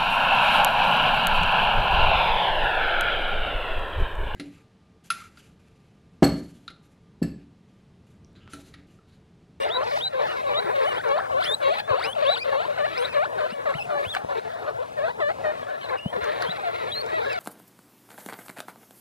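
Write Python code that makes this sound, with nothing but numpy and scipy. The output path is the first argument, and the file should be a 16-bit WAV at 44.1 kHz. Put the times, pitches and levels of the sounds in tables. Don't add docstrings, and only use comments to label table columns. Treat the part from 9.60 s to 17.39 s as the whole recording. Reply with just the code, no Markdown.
import sys
import numpy as np
from scipy import signal
from scipy.fft import rfft, irfft, next_fast_len
from scipy.io import wavfile
from scipy.ndimage import uniform_filter1d

SR = 44100
rng = np.random.default_rng(int(sys.argv[2]) if len(sys.argv) > 2 else 0)


def to_wav(sig):
    pcm = np.clip(np.atleast_2d(sig), -1, 1) * 32767
    pcm = np.round(pcm).astype(np.int16)
    wavfile.write(sys.argv[1], SR, pcm.T)


def amplitude_ratio(level_db):
    exponent = np.asarray(level_db, float) / 20
    return 10 ** exponent


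N = 343539


def evened(x):
    return x / np.sqrt(np.mean(x ** 2) + 1e-20)


def read(points, hz, axis=1):
    table = np.transpose(points)
    return np.interp(np.log(hz + 1), np.log(table[0] + 1), table[axis])


def add(mix, s, sound):
    part = mix[round(s * SR):][:len(sound)]
    part += sound[:len(part)]


def wander(count, seconds):
    size = max(int(seconds * SR), 1)
    noise = rng.standard_normal(count + 2 * size)
    smooth = uniform_filter1d(uniform_filter1d(noise, size), size)
    return smooth[size:size + count] * np.sqrt(1.5 * size)


def coloured(x, points):
    size = next_fast_len(N)
    gain = amplitude_ratio(read(points, np.fft.rfftfreq(size, 1 / SR)))
    return evened(irfft(rfft(x, size) * gain, size)[:N])


def scoop(first, turn, last, u, at, bend_in, bend_out):
    before = np.clip(1 - u / at, 0, 1)
    after = np.clip((u - at) / (1 - at), 0, 1)
    return turn + (first - turn) * before ** bend_in + (last - turn) * after ** bend_out


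# (frequency [Hz], gain [dB])
THROAT_COLOUR = [(300, 29), (1200, -1), (1750, -4.5), (2500, -4.5), (3300, -5.5), (4300, -3), (4700, -15.5),
                 (4950, -33), (5400, -35), (6500, -23), (8000, -15), (11000, -29), (16000, -33)]
# (time [s], gain [dB])
MOUTH_RING = [(0, -2), (1.4, 4), (1.62, -3), (1.98, -4), (2.05, -19), (2.6, -6.5), (3.2, 4), (3.6, 4),
              (3.95, -4), (4.08, 11.5), (4.33, -9), (4.39, 13), (4.72, 6), (5.2, 5), (5.45, 6), (5.62, 12),
              (5.9, 10), (6.3, 5), (7.79, 9.5)]
RING_HZ, RING_OCTAVES = 1800, .22
OVERTONES_HOLD = 0.39
GLIDE_JITTER_HZ, GLIDE_FLUTTER_DB, FAST_GLIDE = 28, 3.5, 40


def squeak(rows, over_db, fall_db, hold=OVERTONES_HOLD):
    s, hz, level_db = np.transpose(rows)
    edge_s, jitter_hz, flutter_db = .004, 4, 1.8
    t = np.arange(s[0] - edge_s / 2, s[-1] + edge_s / 2, 1 / SR)
    pitch = np.exp(np.interp(t, s, np.log(hz)))
    pitch = uniform_filter1d(pitch, size=260, mode="nearest")
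    falter = np.clip(abs(np.gradient(np.log2(pitch))) * SR / FAST_GLIDE, 0, 1)
    jitter = (jitter_hz + GLIDE_JITTER_HZ * falter) * wander(len(t), 0.0032)
    phase = 2 * np.pi * np.cumsum(pitch + jitter) / SR
    db = np.interp(t, s, level_db)

    k = np.arange(2, 13)[:, None]
    partial_hz = k * pitch
    mouth = (pitch / 600) ** .1
    overtone_db = np.interp(t, s, over_db + 0 * s) + hold * (db.max() - db)
    overtone_db = overtone_db + fall_db * np.log2(k / 2) + read(THROAT_COLOUR, partial_hz / mouth)
    nearness = np.exp(-(np.log2(partial_hz / RING_HZ) / RING_OCTAVES) ** 2)
    overtone_db += np.interp(t, *np.transpose(MOUTH_RING)) * nearness
    overtones = amplitude_ratio(overtone_db) * (partial_hz < SR / 2.5) * np.sin(k * phase + k ** 2)
    flutter = np.array([wander(len(t), 0.004) for _ in k])
    overtones *= amplitude_ratio((flutter_db + GLIDE_FLUTTER_DB * falter) * flutter)

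    fundamental = np.sin(phase) * amplitude_ratio((0.82 + GLIDE_FLUTTER_DB * falter) * wander(len(t), 0.00386))
    voice = fundamental + overtones.sum(0)
    voice *= amplitude_ratio(.8 * wander(len(t), .015) - GLIDE_FLUTTER_DB * falter / 2)
    fade = np.clip(np.minimum(t - t[0], t[-1] - t) / edge_s, 0, 1)
    return max(t[0], 0), np.sqrt(2) * amplitude_ratio(db) * voice * fade


# (start [s], length [s], level [dB], first pitch [Hz], turning pitch [Hz], last pitch [Hz],
#  first overtone over fundamental [dB])
LOW_CHIRPS = [(.004, 0.071, -23.5, 586, 545.5, 876, -14), (0.059, 0.066, -28, 572, 593, 753, -11.5),
              (0.145, 0.092, -24, 497, 506.5, 661, -8.5), (0.254, 0.047, -33, 520, 460, 610, -8),
              (0.309, 0.068, -22.5, 823, 565, 920, -9.5), (0.446, 0.039, -28, 857, 767, 750, -8.5),
              (0.531, 0.11, -25.5, 565, 517, 578, -12.5), (0.586, 0.063, -22.5, 619, 578, 650, -13),
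              (0.682, 0.013, -27, 627, 625, 640, -20), (0.829, 0.058, -22, 676, 559, 578, -13),
              (0.888, 0.12, -24, 640.5, 578.5, 799, -7.5), (0.998, 0.064, -35.5, 392, 416, 412, -7),
              (1.073, 0.02, -33, 540, 582, 603, -2), (1.132, 0.075, -20, 657, 548.5, 585, -16.5),
              (1.181, 0.11, -22, 604.5, 525.5, 880, -11), (1.311, 0.049, -33, 555, 577, 797, 0.5),
              (1.394, 0.022, -29, 1480, 1480, 2000, -11), (1.614, 0.05, -31, 700, 532, 890, -11),
              (1.873, 0.074, -29, 692, 569, 1010, -25), (2.457, 0.037, -27.5, 507, 573, 610, -5),
              (2.551, 0.08, -23, 951, 563, 609, -10), (2.852, 0.06, -19, 604, 543, 586, -17),
              (3.079, 0.052, -21, 676, 570, 568, -21.5), (3.176, 0.092, -20, 804, 575.6, 860, -10),
              (3.371, 0.087, -22.5, 554, 484, 624, -12.5), (3.723, 0.057, -28.5, 813, 613, 622, -10),
              (3.78, 0.09, -22, 845, 595, 738, -10.5), (3.937, 0.093, -30.5, 597.5, 559, 565, -10.5),
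              (4.056, 0.062, -19, 699, 553.5, 554, -13), (4.181, 0.026, -24.5, 750, 834, 620, -15),
              (4.298, 0.12, -24, 629.7, 577.7, 554, -10.5), (4.565, 0.0084, -14, 720, 744, 770, -12),
              (4.689, 0.053, -24, 602, 561, 557, -15), (4.849, 0.03, -28.5, 573, 705, 650, -23),
              (4.927, 0.043, -26.5, 645, 685, 540, -34), (5.063, 0.036, -24.5, 526, 607, 570, -14),
              (5.146, 0.042, -30, 614, 658, 810, -33), (5.185, 0.051, -24, 493, 493, 750, -14.5),
              (5.84, 0.078, -22, 638, 606, 607, -12), (6.062, 0.016, -26, 540, 568, 590, -21),
              (6.097, 0.063, -27.5, 754, 572, 790, -15), (6.254, 0.0158, -32, 930, 516, 503, -12),
              (6.301, 0.061, -24, 633, 510.5, 624, -10), (6.544, 0.022, -22.5, 530, 499, 515, -25),
              (6.636, 0.026, -25.5, 588, 573, 610, -9), (6.662, 0.062, -24, 570, 610, 615, -12),
              (6.909, 0.026, -28, 736, 743, 960, -9), (7.031, 0.073, -25.5, 824, 682, 670, -10.5),
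              (7.176, 0.032, -40, 577, 587, 595, 0), (7.233, 0.018, -27, 502, 500, 585, -9),
              (7.517, 0.078, -25.5, 619, 650, 597, -5), (7.663, 0.057, -27.5, 569, 547.5, 646, -7)]
CHIRP_FALL_DB, CHIRP_BEND = -9.5, 2.7
CHIRP_DB_PER_OCTAVE = 1
CHIRP_SOFT_DB, CHIRP_SOFT_S = -6, .011


def chirp(start, length, level_db, first_hz, turn_hz, last_hz, over_db):
    u = np.linspace(0, 1, 40)
    down, up = np.log2([first_hz / turn_hz, last_hz / turn_hz])
    before, after = abs(down) ** (1 / CHIRP_BEND), abs(up) ** (1 / CHIRP_BEND)
    at = np.clip(before / (before + after + 1e-9), .02, .98)
    octaves = scoop(down, 0, up, u, at, CHIRP_BEND, CHIRP_BEND)
    soft_start = np.exp(-u * length / CHIRP_SOFT_S)
    soft_end = np.exp((u - 1) * length / CHIRP_SOFT_S) / 2
    db = level_db + CHIRP_DB_PER_OCTAVE * abs(octaves) + CHIRP_SOFT_DB * (soft_start + soft_end)
    rows = np.c_[start + u * length, turn_hz * 2 ** octaves, db]
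    return squeak(rows, over_db, CHIRP_FALL_DB)


# (time [s], pitch [Hz], level [dB], first overtone over fundamental before colouring [dB])
NEAR_CALLS = [
    [(1.45, 606, -25.5, -15), (1.48, 574, -25, -9), (1.52, 548, -18.5, -7), (1.56, 606, -21, -12),
     (1.58, 704, -25, -8.5), (1.592, 1110, -26, -16), (1.606, 1850, -28.5, -12)],
    [(1.7, 966, -29, -21), (1.715, 604.4, -23, -8.5), (1.75, 513, -21, -10), (1.79, 591.5, -19, -5.5),
     (1.81, 778, -24.5, -8), (1.825, 1453, -27.5, -3), (1.845, 2460, -41, 14), (1.86, 3040, -29.5, 6),
     (1.89, 3500, -28.5, 0), (1.93, 3680, -25, 5.5), (1.94, 3860, -24, -13), (1.948, 4020, -14, 0)],
    [(2.015, 617, -26, -20), (2.03, 575, -21.5, -6), (2.061, 537, -15.5, -11.5), (2.099, 563, -18, -10),
     (2.127, 712, -20.5, -8.5), (2.149, 777, -32.5, -3), (2.167, 1250, -27.5, -20), (2.189, 1314, -31, 1),
     (2.207, 1800, -33, -10)],
    [(2.285, 694, -31, -7.5), (2.299, 625.4, -20.5, -7), (2.339, 497, -19, -10.5), (2.371, 604, -22, -6.5),
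     (2.391, 774, -23, -10), (2.415, 1339, -30, -4), (2.441, 2330, -34, 3), (2.467, 2830, -33.5, 3),
     (2.5, 3000, -37, 10), (2.525, 3150, -37, 6), (2.536, 3500, -29.5, -6)],
    [(2.622, 648, -19, -8), (2.66, 524, -20, -9), (2.695, 583, -15.5, -9.5), (2.71, 697, -23.5, -6),
     (2.754, 896, -31, -7), (2.768, 1365, -27, -6), (2.79, 2000, -37, 8), (2.808, 2395, -34.5, -4),
     (2.832, 2470, -26.5, -9), (2.842, 2538, -47, -3)],
    [(2.915, 566.5, -21, -9), (2.96, 536, -19.5, -10), (3.0, 625, -20.5, -10.5), (3.03, 825, -29.5, -3.5),
     (3.05, 920, -27, -5), (3.06, 1070, -25, -16)],
    [(3.33, 1530, -45, 3), (3.36, 1790, -35, -8), (3.385, 2676, -34, 4.5), (3.41, 3065, -48, 23.5),
     (3.435, 3350, -38, 6), (3.447, 3500, -34, -9), (3.454, 4100, -26, 0), (3.462, 3666, -35, -10)],
    [(3.548, 607, -20, -11), (3.59, 557, -16.5, -8.5), (3.62, 643, -21, -8), (3.645, 875, -25, -3),
     (3.655, 1400, -24, -15), (3.664, 1820, -35, -5)],
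    [(4.139, 1690, -29, -17), (4.15, 2800, -38, -14), (4.172, 3280, -48, 7), (4.187, 2950, -37, -11),
     (4.198, 2630, -38, -6), (4.225, 2595, -32.5, -8), (4.24, 2890, -52, 11), (4.25, 2800, -41, -6),
     (4.256, 2413, -32, -13)],
    [(4.44, 1860, -34, -21), (4.456, 2842, -40, -19), (4.48, 3310, -40, -3), (4.51, 3760, -30, -18),
     (4.53, 3370, -34, -19), (4.546, 3070, -37, 3)],
    [(5.367, 638.5, -29, -16), (5.391, 579, -19.5, -13.5), (5.409, 538, -24, -11.5),
     (5.447, 638.5, -21, -12), (5.475, 678, -27, -10), (5.491, 826, -29, -7), (5.509, 1000, -25.5, -12),
     (5.516, 960, -27, -21)],
    [(5.592, 787, -43, -25), (5.605, 707, -26.5, -3), (5.63, 580, -20, -11.5), (5.68, 587.6, -21.5, -11.5),
     (5.705, 662, -24.5, -10), (5.722, 728, -25, -13)],
    [(6.37, 2850, -42, -5), (6.45, 2850, -43, -5), (6.48, 3050, -41, -5), (6.512, 3220, -43, -5)],
    [(7.296, 3030, -45, -7), (7.315, 3450, -41, -12), (7.325, 3850, -33, -25), (7.345, 3930, -32, -9),
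     (7.365, 4260, -32, -12), (7.385, 4180, -29, -9), (7.41, 4470, -35, -1), (7.418, 4350, -28, 0)],
]
NEAR_CALL_SLOPES = [-9, -12.5, -6.5, -8, -7.5, -7.5, -11, -12.5, 0.5, 1, -10, -9, -7, 7]


def long_call(rows, fall_db):
    rows = np.array(rows)
    return squeak(rows[:, :3], rows[:, 3], fall_db, hold=0)


# (start [s], time to the middle [s], time after it [s], level [dB], first pitch [Hz], middle pitch [Hz],
#  last pitch [Hz], share of the approach that creeps [0-1],
#  first overtone over fundamental before colouring [dB])
SHORT_WHISTLES = [(0, 0.036, 0.0055, -35.5, 2800, 2835, 2940, 0.56, 6),
                  (0.078, 0.093, 0.0045, -26.5, 1305, 3930, 3850, 0.08, -15),
                  (0.382, 0.099, 0.0033, -24.5, 1125, 4000, 3860, 0.06, -12.5),
                  (.665, 0.043, 0.032, -40.5, 2260, 2930, 2630, 0.4, 1),
                  (0.931, 0.062, 0.0043, -25, 2250, 3920, 4080, 0.24, -26),
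                  (1.235, 0.044, 0.053, -35, 2350, 3054, 2730, 0.34, 1),
                  (1.337, 0.053, 0.0018, -32, 2310, 3400, 3600, 0.93, -6),
                  (2.22, 0.047, 0.011, -46, 3300, 3580, 3600, .8, -15),
                  (2.646, 0.097, 0.016, -22, 2010, 4000, 2950, 0.1, -12.5),
                  (3.472, 0.026, 0.039, -37, 1510, 2650, 2320, 0.07, -12),
                  (3.895, 0.046, 0.0025, -38, 1780, 2930, 3020, 0.3, -1),
                  (6.212, 0.0026, 0.041, -43, 3160, 3130, 2650, .5, -1),
                  (6.235, 0.0027, 0.024, -40.5, 4250, 4180, 3720, .5, -3),
                  (6.285, 0.011, 0.006, -38, 3640, 4070, 4160, .8, -2),
                  (6.283, 0.0162, 0.0035, -34, 1600, 2130, 2200, 0.83, -12),
                  (6.028, 0.002, 0.011, -47.5, 3520, 3450, 3050, .5, -8),
                  (6.379, 0.0211, 0.0036, -36, 2230, 2820, 2870, 0.58, -10),
                  (6.856, 0.024, .012, -36, 3060, 3190, 3470, 0.6, -5),
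                  (6.889, 0.026, 0.0094, -29, 3160, 3990, 3880, 0.75, -10),
                  (7.315, 0.0022, 0.03, -37, 3500, 3360, 2880, .5, -4),
                  (7.696, 0.0044, 0.061, -34.5, 2820, 2710, 1890, .5, -7)]
APPROACH_BEND, LEAVE_BEND = 3.8, 1.8
WHISTLE_START_DB, WHISTLE_END_DB = -13, -5.5
WHISTLE_FALL_DB = -6.5


def whistle(start, approach, leave, level_db, first_hz, middle_hz, last_hz, creep, over_db):
    u, at = np.linspace(0, 1, 40), approach / (approach + leave)
    leap_hz = scoop(first_hz, middle_hz, last_hz, u, at, APPROACH_BEND, LEAVE_BEND)
    creep_hz = np.where(u < at, first_hz + (middle_hz - first_hz) * u / at, leap_hz)
    pitch = (1 - creep) * leap_hz + creep * creep_hz
    db = level_db + np.interp(u, [0, at, 1], [WHISTLE_START_DB, 0, WHISTLE_END_DB])
    return squeak(np.c_[start + u * (approach + leave), pitch, db], over_db, WHISTLE_FALL_DB)


# (start [s], length [s], level [dB], centre [Hz])
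RASPY_SQUEALS = [(0, 0.031, -44, 4930), (0.224, 0.19, -36.5, 4540), (0.606, 0.2, -45.5, 4900),
                 (4.36, 0.078, -50, 3900), (4.702, 0.033, -42, 3580), (4.752, .048, -40, 3800),
                 (4.895, .055, -43, 3600), (5.008, .03, -43, 3700), (5.06, .05, -45, 3800),
                 (7.621, 0.17, -47, 4800)]


def rasps():
    out = np.zeros(N)
    for start, length, db, hz in RASPY_SQUEALS:
        u = np.arange(0, length, 1 / SR) / length
        breath = rng.standard_normal(len(u)) * amplitude_ratio(2.8 * wander(len(u), 0.0043))
        for _ in range(2):
            breath = signal.lfilter(*signal.iirpeak(hz, 3, SR), breath)
        edge = np.clip(np.minimum(u, 1 - u) * length / .0055, 0, 1)
        swell_db = -7 * (2 - u)
        add(out, start, amplitude_ratio(db + swell_db) * edge * evened(breath))
    return out


# (start [s], length [s], level [dB], open-mouth band over closed-mouth band [dB])
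CHATTER_BOUTS = [(0, 0.086, -30.5, -6), (0.086, 0.19, -31, -16.5), (0.246, 0.18, -33.5, -6),
                 (0.524, 0.12, -32.5, -10.5), (0.603, 0.22, -28, -11.5), (0.859, 0.093, -29, -10.5),
                 (.96, 0.12, -30.5, -12.5), (1.061, 0.08, -24.5, -18), (1.15, 0.12, -27.5, -9),
                 (1.283, .11, -26, -15), (1.433, 0.096, -27.5, -16), (1.559, 0.12, -27.5, -26),
                 (1.696, 0.12, -29, -27), (1.804, 0.078, -32, 0), (1.869, 0.078, -28, -29),
                 (2.002, 0.11, -27.5, -14.5), (2.057, 0.058, -40, -14), (2.133, 0.082, -35.5, 3.5),
                 (2.274, 0.097, -26.5, -17), (2.392, 0.081, -31, -4), (2.461, 0.046, -32, -25),
                 (2.58, 0.078, -37, -0.5), (2.657, .13, -34, -3.5), (2.84, 0.085, -35, -4),
                 (2.919, 0.051, -24.5, -19), (2.99, 0.1, -30.5, -11.5), (3.095, 0.12, -33, -7.5),
                 (3.246, 0.16, -30.5, -6), (3.409, 0.089, -33, -5), (3.529, 0.054, -30, -5.5),
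                 (3.652, 0.23, -32, -23), (3.777, 0.15, -35.5, -7.5), (3.977, 0.17, -32.5, -21),
                 (4.062, 0.14, -34, -11.5), (4.289, 0.094, -28, -26), (4.379, 0.088, -28.5, -13.5),
                 (4.54, 0.039, -26.5, -7), (4.588, 0.044, -33, -33), (4.693, 0.048, -26, -27),
                 (4.747, 0.049, -27, -14.5), (4.848, 0.17, -35, -15.5), (5.014, 0.11, -29, -24),
                 (5.136, 0.12, -35.5, -32), (5.365, 0.027, -34, -29), (5.443, 0.072, -31.5, -13),
                 (5.584, 0.039, -28, -29), (5.69, 0.026, -27, -19), (5.841, 0.064, -30, -26),
                 (5.917, 0.12, -33, -13.5), (6.067, 0.13, -31, -19), (6.207, 0.1, -37, -5.5),
                 (6.293, 0.076, -27.5, -27), (6.528, 0.072, -27, -17), (6.607, 0.19, -29.5, -9),
                 (6.798, 0.066, -27, -8), (6.86, 0.12, -32, -7.5), (6.98, 0.16, -31, -11),
                 (7.133, 0.18, -31.5, -8), (7.347, 0.12, -31.5, -12.5), (7.463, 0.088, -29.5, -13.5),
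                 (7.554, 0.28, -30, -9)]
BOUT_RISE_S, BOUT_FADE_S = .011, .022
LULL_DB, LULL_UPPER_DB = -44, -54.5


def bouts():
    t = np.arange(0, N, 64) / SR
    start, length, level_db, upper_db = np.transpose(CHATTER_BOUTS)[:, :, None]
    rise = (t - start) / BOUT_RISE_S + .5
    fade = (start + length - t) / BOUT_FADE_S + .5
    on = np.clip(np.minimum(rise, fade), 0, 1) ** 2
    gains = []
    for lull_db, db in ((LULL_DB, level_db), (LULL_UPPER_DB, level_db + upper_db)):
        power = amplitude_ratio(lull_db) ** 2 + (on * amplitude_ratio(db) ** 2).sum(0)
        gains.append(np.interp(np.arange(N) / SR, t, power ** .5))
    return gains


# (frequency [Hz], level [dB])
CLOSED_MOUTHS = [(250, -52), (330, 1.5), (450, 3.5), (620, -9), (850, 0), (1200, -10.5), (1700, -12),
                 (2300, -35.5), (3000, -61)]
# (frequency [Hz], level [dB])
OPEN_MOUTHS = [(1500, 6.5), (2300, 11), (3000, 1.5), (3900, 7), (4500, -3), (5200, -14), (7000, -27)]


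def chatter(count=4, hz=600, breath=0.25):
    spread, hoarse, chop_db = .15, .018, 3.2
    pulses = np.zeros(N)
    for _ in range(count):
        pitch = hz * np.exp(spread * wander(N, .04) + hoarse * wander(N, .002))
        closing = np.diff(np.floor(np.cumsum(pitch) / SR), prepend=0)
        pulses += closing * amplitude_ratio(chop_db * wander(N, 0.031))
    puffs = rng.standard_normal(N) * amplitude_ratio(0.28 * chop_db * wander(N, 0.0044))
    drive = evened(pulses - pulses.mean()) + breath * evened(puffs)
    drive /= np.sqrt(uniform_filter1d(drive ** 2, size=2800))
    grains_db = wander(N, .004)
    closed_gain, open_gain = bouts()
    closed = closed_gain * coloured(drive * amplitude_ratio(grains_db), CLOSED_MOUTHS)
    return closed + open_gain * coloured(drive * amplitude_ratio(2 * grains_db), OPEN_MOUTHS)


# (time [s], level [dB], ring [Hz], decay by 60 dB [s])
PAW_THUMPS = [(1.043, -21, 171, 0.019), (2.305, -23, 108, 0.07), (3.768, -36, 182, 0.06),
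              (3.923, -22.5, 223, 0.032), (4.149, -23.5, 147, 0.067), (4.464, -32, 94.2, 0.089),
              (4.637, -32.5, 157, 0.075), (5.143, -37, 114, 0.097), (6.459, -6.5, 185, 0.025),
              (6.565, -32.5, 199, 0.06), (6.618, -33.5, 80.7, 0.094), (6.888, -26, 172, 0.048)]
# (time [s], snap [dB], knock [dB], knock pitch [Hz])
CLAW_TICKS = [(1.489, -23, -21, 900), (4.106, -27, -26, 800), (4.55, -14, -10, 1530),
              (4.647, -52, -10, 500), (4.879, -40, -31, 2210), (4.796, -50, -20, 1480),
              (5.321, -44, -20, 650), (5.786, -42, -18, 750), (5.812, -42, -19, 800),
              (6.099, -36, -30, 800), (6.459, -44, -17, 650), (6.539, -38, -14, 600),
              (6.643, -18, -17, 1500), (6.823, -14, -12, 1500), (7.463, -20, -25, 800),
              (7.73, -18, -26, 800)]


def paws(knock_t60=0.011, snap_hz=3000, snap_t60=0.006):
    out, t = np.zeros(N), np.arange(SR // 5) / SR
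    for s, db, hz, t60 in PAW_THUMPS:
        onset = np.clip(t / 0.0049, 0, 1)
        add(out, s, amplitude_ratio(db - 60 * t / t60) * np.sin(2 * np.pi * hz * t) * onset * 1.38)
    noises = rng.standard_normal((len(CLAW_TICKS), len(t)))
    for (s, db, knock_db, hz), noise in zip(CLAW_TICKS, noises):
        resonant = signal.lfilter(*signal.iirpeak(snap_hz, .9, SR), noise)
        snap = amplitude_ratio(db - 60 * t / snap_t60) * resonant
        snap = signal.lfilter(*signal.butter(1, 7000, fs=SR), snap)
        onset = np.clip(t / 0.00062, 0, 1)
        knock = onset * amplitude_ratio(knock_db - 60 * t / knock_t60) * np.sin(2 * np.pi * hz * t)
        add(out, s, snap + knock)
    return out


# (time [s], level [dB])
AIR_LEVEL = [(0, -54), (.16, -67), (.38, -51.5), (.5, -67), (.64, -60), (1.24, -56), (1.75, -60.5),
             (1.85, -52), (2.25, -62), (2.5, -59), (2.98, -60), (3.45, -58), (4.27, -60.5), (4.55, -51),
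             (4.621, -63), (6.4, -61), (6.7, -59.5), (7.79, -59.5)]
# (frequency [Hz], level [dB])
AIR_COLOUR = [(3000, -38), (5000, -3), (7000, -2.5), (9500, 1), (12000, -7.5), (14000, -12), (16000, 0.5)]


def airy_treble(grain_db=3.0):
    grains = rng.standard_normal(N) * amplitude_ratio(grain_db * wander(N, 0.0012))
    level_db = np.interp(np.arange(N) / SR, *np.transpose(AIR_LEVEL))
    return amplitude_ratio(level_db) * coloured(grains, AIR_COLOUR)


# (frequency [Hz], level [dB])
FLOOR_COLOUR = [(18, -50), (40, -20.5), (100, 0), (200, -6), (290, -5), (600, 10), (1500, -10.5),
                (4000, -22.5), (9000, -36), (16000, -54)]
FLOOR_DB = -36


def soft_floor():
    return amplitude_ratio(FLOOR_DB + 1.6 * wander(N, 0.077)) * coloured(rng.standard_normal(N), FLOOR_COLOUR)


def pen(x, t60=0.059):
    at = np.arange(40, SR // 4, 22)
    taps = np.zeros((2, SR // 4 + 22))
    where = at + rng.integers(0, 22, (2, len(at)))
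    np.put_along_axis(taps, where, rng.choice([-1., 1.], (2, len(at))), 1)
    taps *= amplitude_ratio(-60 * np.arange(taps.shape[1]) / SR / t60)
    return signal.fftconvolve(x[None], taps / np.linalg.norm(taps[0]), axes=1)[:, :N]


def scene():
    pups = chatter() + airy_treble() + rasps()
    for row in LOW_CHIRPS:
        add(pups, *chirp(*row))
    for rows, fall_db in zip(NEAR_CALLS, NEAR_CALL_SLOPES):
        add(pups, *long_call(rows, fall_db))
    for row in SHORT_WHISTLES:
        add(pups, *whistle(*row))
    direct = pups + paws() + soft_floor()
    return direct + amplitude_ratio(-15) * pen(pups)


# (frequency [Hz], mean phase lead of the right [rad], left over right [dB], likeness [0-1])
PORT_PAIR = [(60, .1, 3.2, .95), (245, -.1, 3.8, .92), (285, 3.1, 4.5, .9), (400, 2.8, 4.6, .9),
             (600, 2.6, 5.6, .95), (1110, 2.3, 3.5, .88), (2270, 1.7, 1, .66), (3920, 1.2, 2.2, .75),
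             (7400, .8, .3, .75), (11100, .3, .6, .8), (16200, 0, 0, .8)]
# (frequency [Hz], strength [0-1])
PORT_SCATTER = [(40, 0.6), (150, 0.4), (300, 0.04), (4600, 0.03), (6000, 1), (7500, 0.98), (10000, 0.8),
                (16000, 0.7)]
# (time [s], extra left over right [dB])
HUDDLE_LEAN = [(0, -1.1), (1, -1), (2.6, 1), (4.2, -0.3), (4.6, -0.5), (5.5, -0.1), (6.6, -0.5),
               (7.79, -1.1)]
DRIFT_FRAMES, DRIFT_BINS = 14, 14
EDGE_HZ = 15800


def top_cut(x):
    return signal.sosfilt(signal.butter(12, 16830, fs=SR, output="sos"), x)


def record(dry):
    trimmed = signal.lfilter(*signal.butter(3, 52, "high", fs=SR), dry)
    hz, t, z = signal.stft(trimmed, SR, nperseg=1024, noverlap=768)
    lead, balance_db, same = (read(PORT_PAIR, hz, axis=k)[:, None] for k in (1, 2, 3))
    chance = rng.standard_normal(z[1].shape[::-1]).T
    drift = uniform_filter1d(chance, DRIFT_BINS, axis=0)
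    drift = evened(uniform_filter1d(drift, DRIFT_FRAMES, axis=1))
    lead = lead + drift * np.sqrt(-2 * np.log(same))
    share = np.clip(read(PORT_SCATTER, hz), 0, 1)[:, None]
    random_phase = np.exp(2j * np.pi * rng.random(z[1].shape[::-1]).T)
    mixed = np.sqrt(1 - share ** 2) + 2 * share * random_phase
    lean_db = np.interp(t, *np.transpose(HUDDLE_LEAN))
    z[1] *= mixed * np.exp(1j * lead) * amplitude_ratio(-balance_db - lean_db)
    z *= (hz < EDGE_HZ)[:, None]
    mix = signal.istft(z, SR, nperseg=1024, noverlap=768)[1][:, :N]
    return top_cut(mix)


dry = scene()
out = record(dry)
to_wav(out)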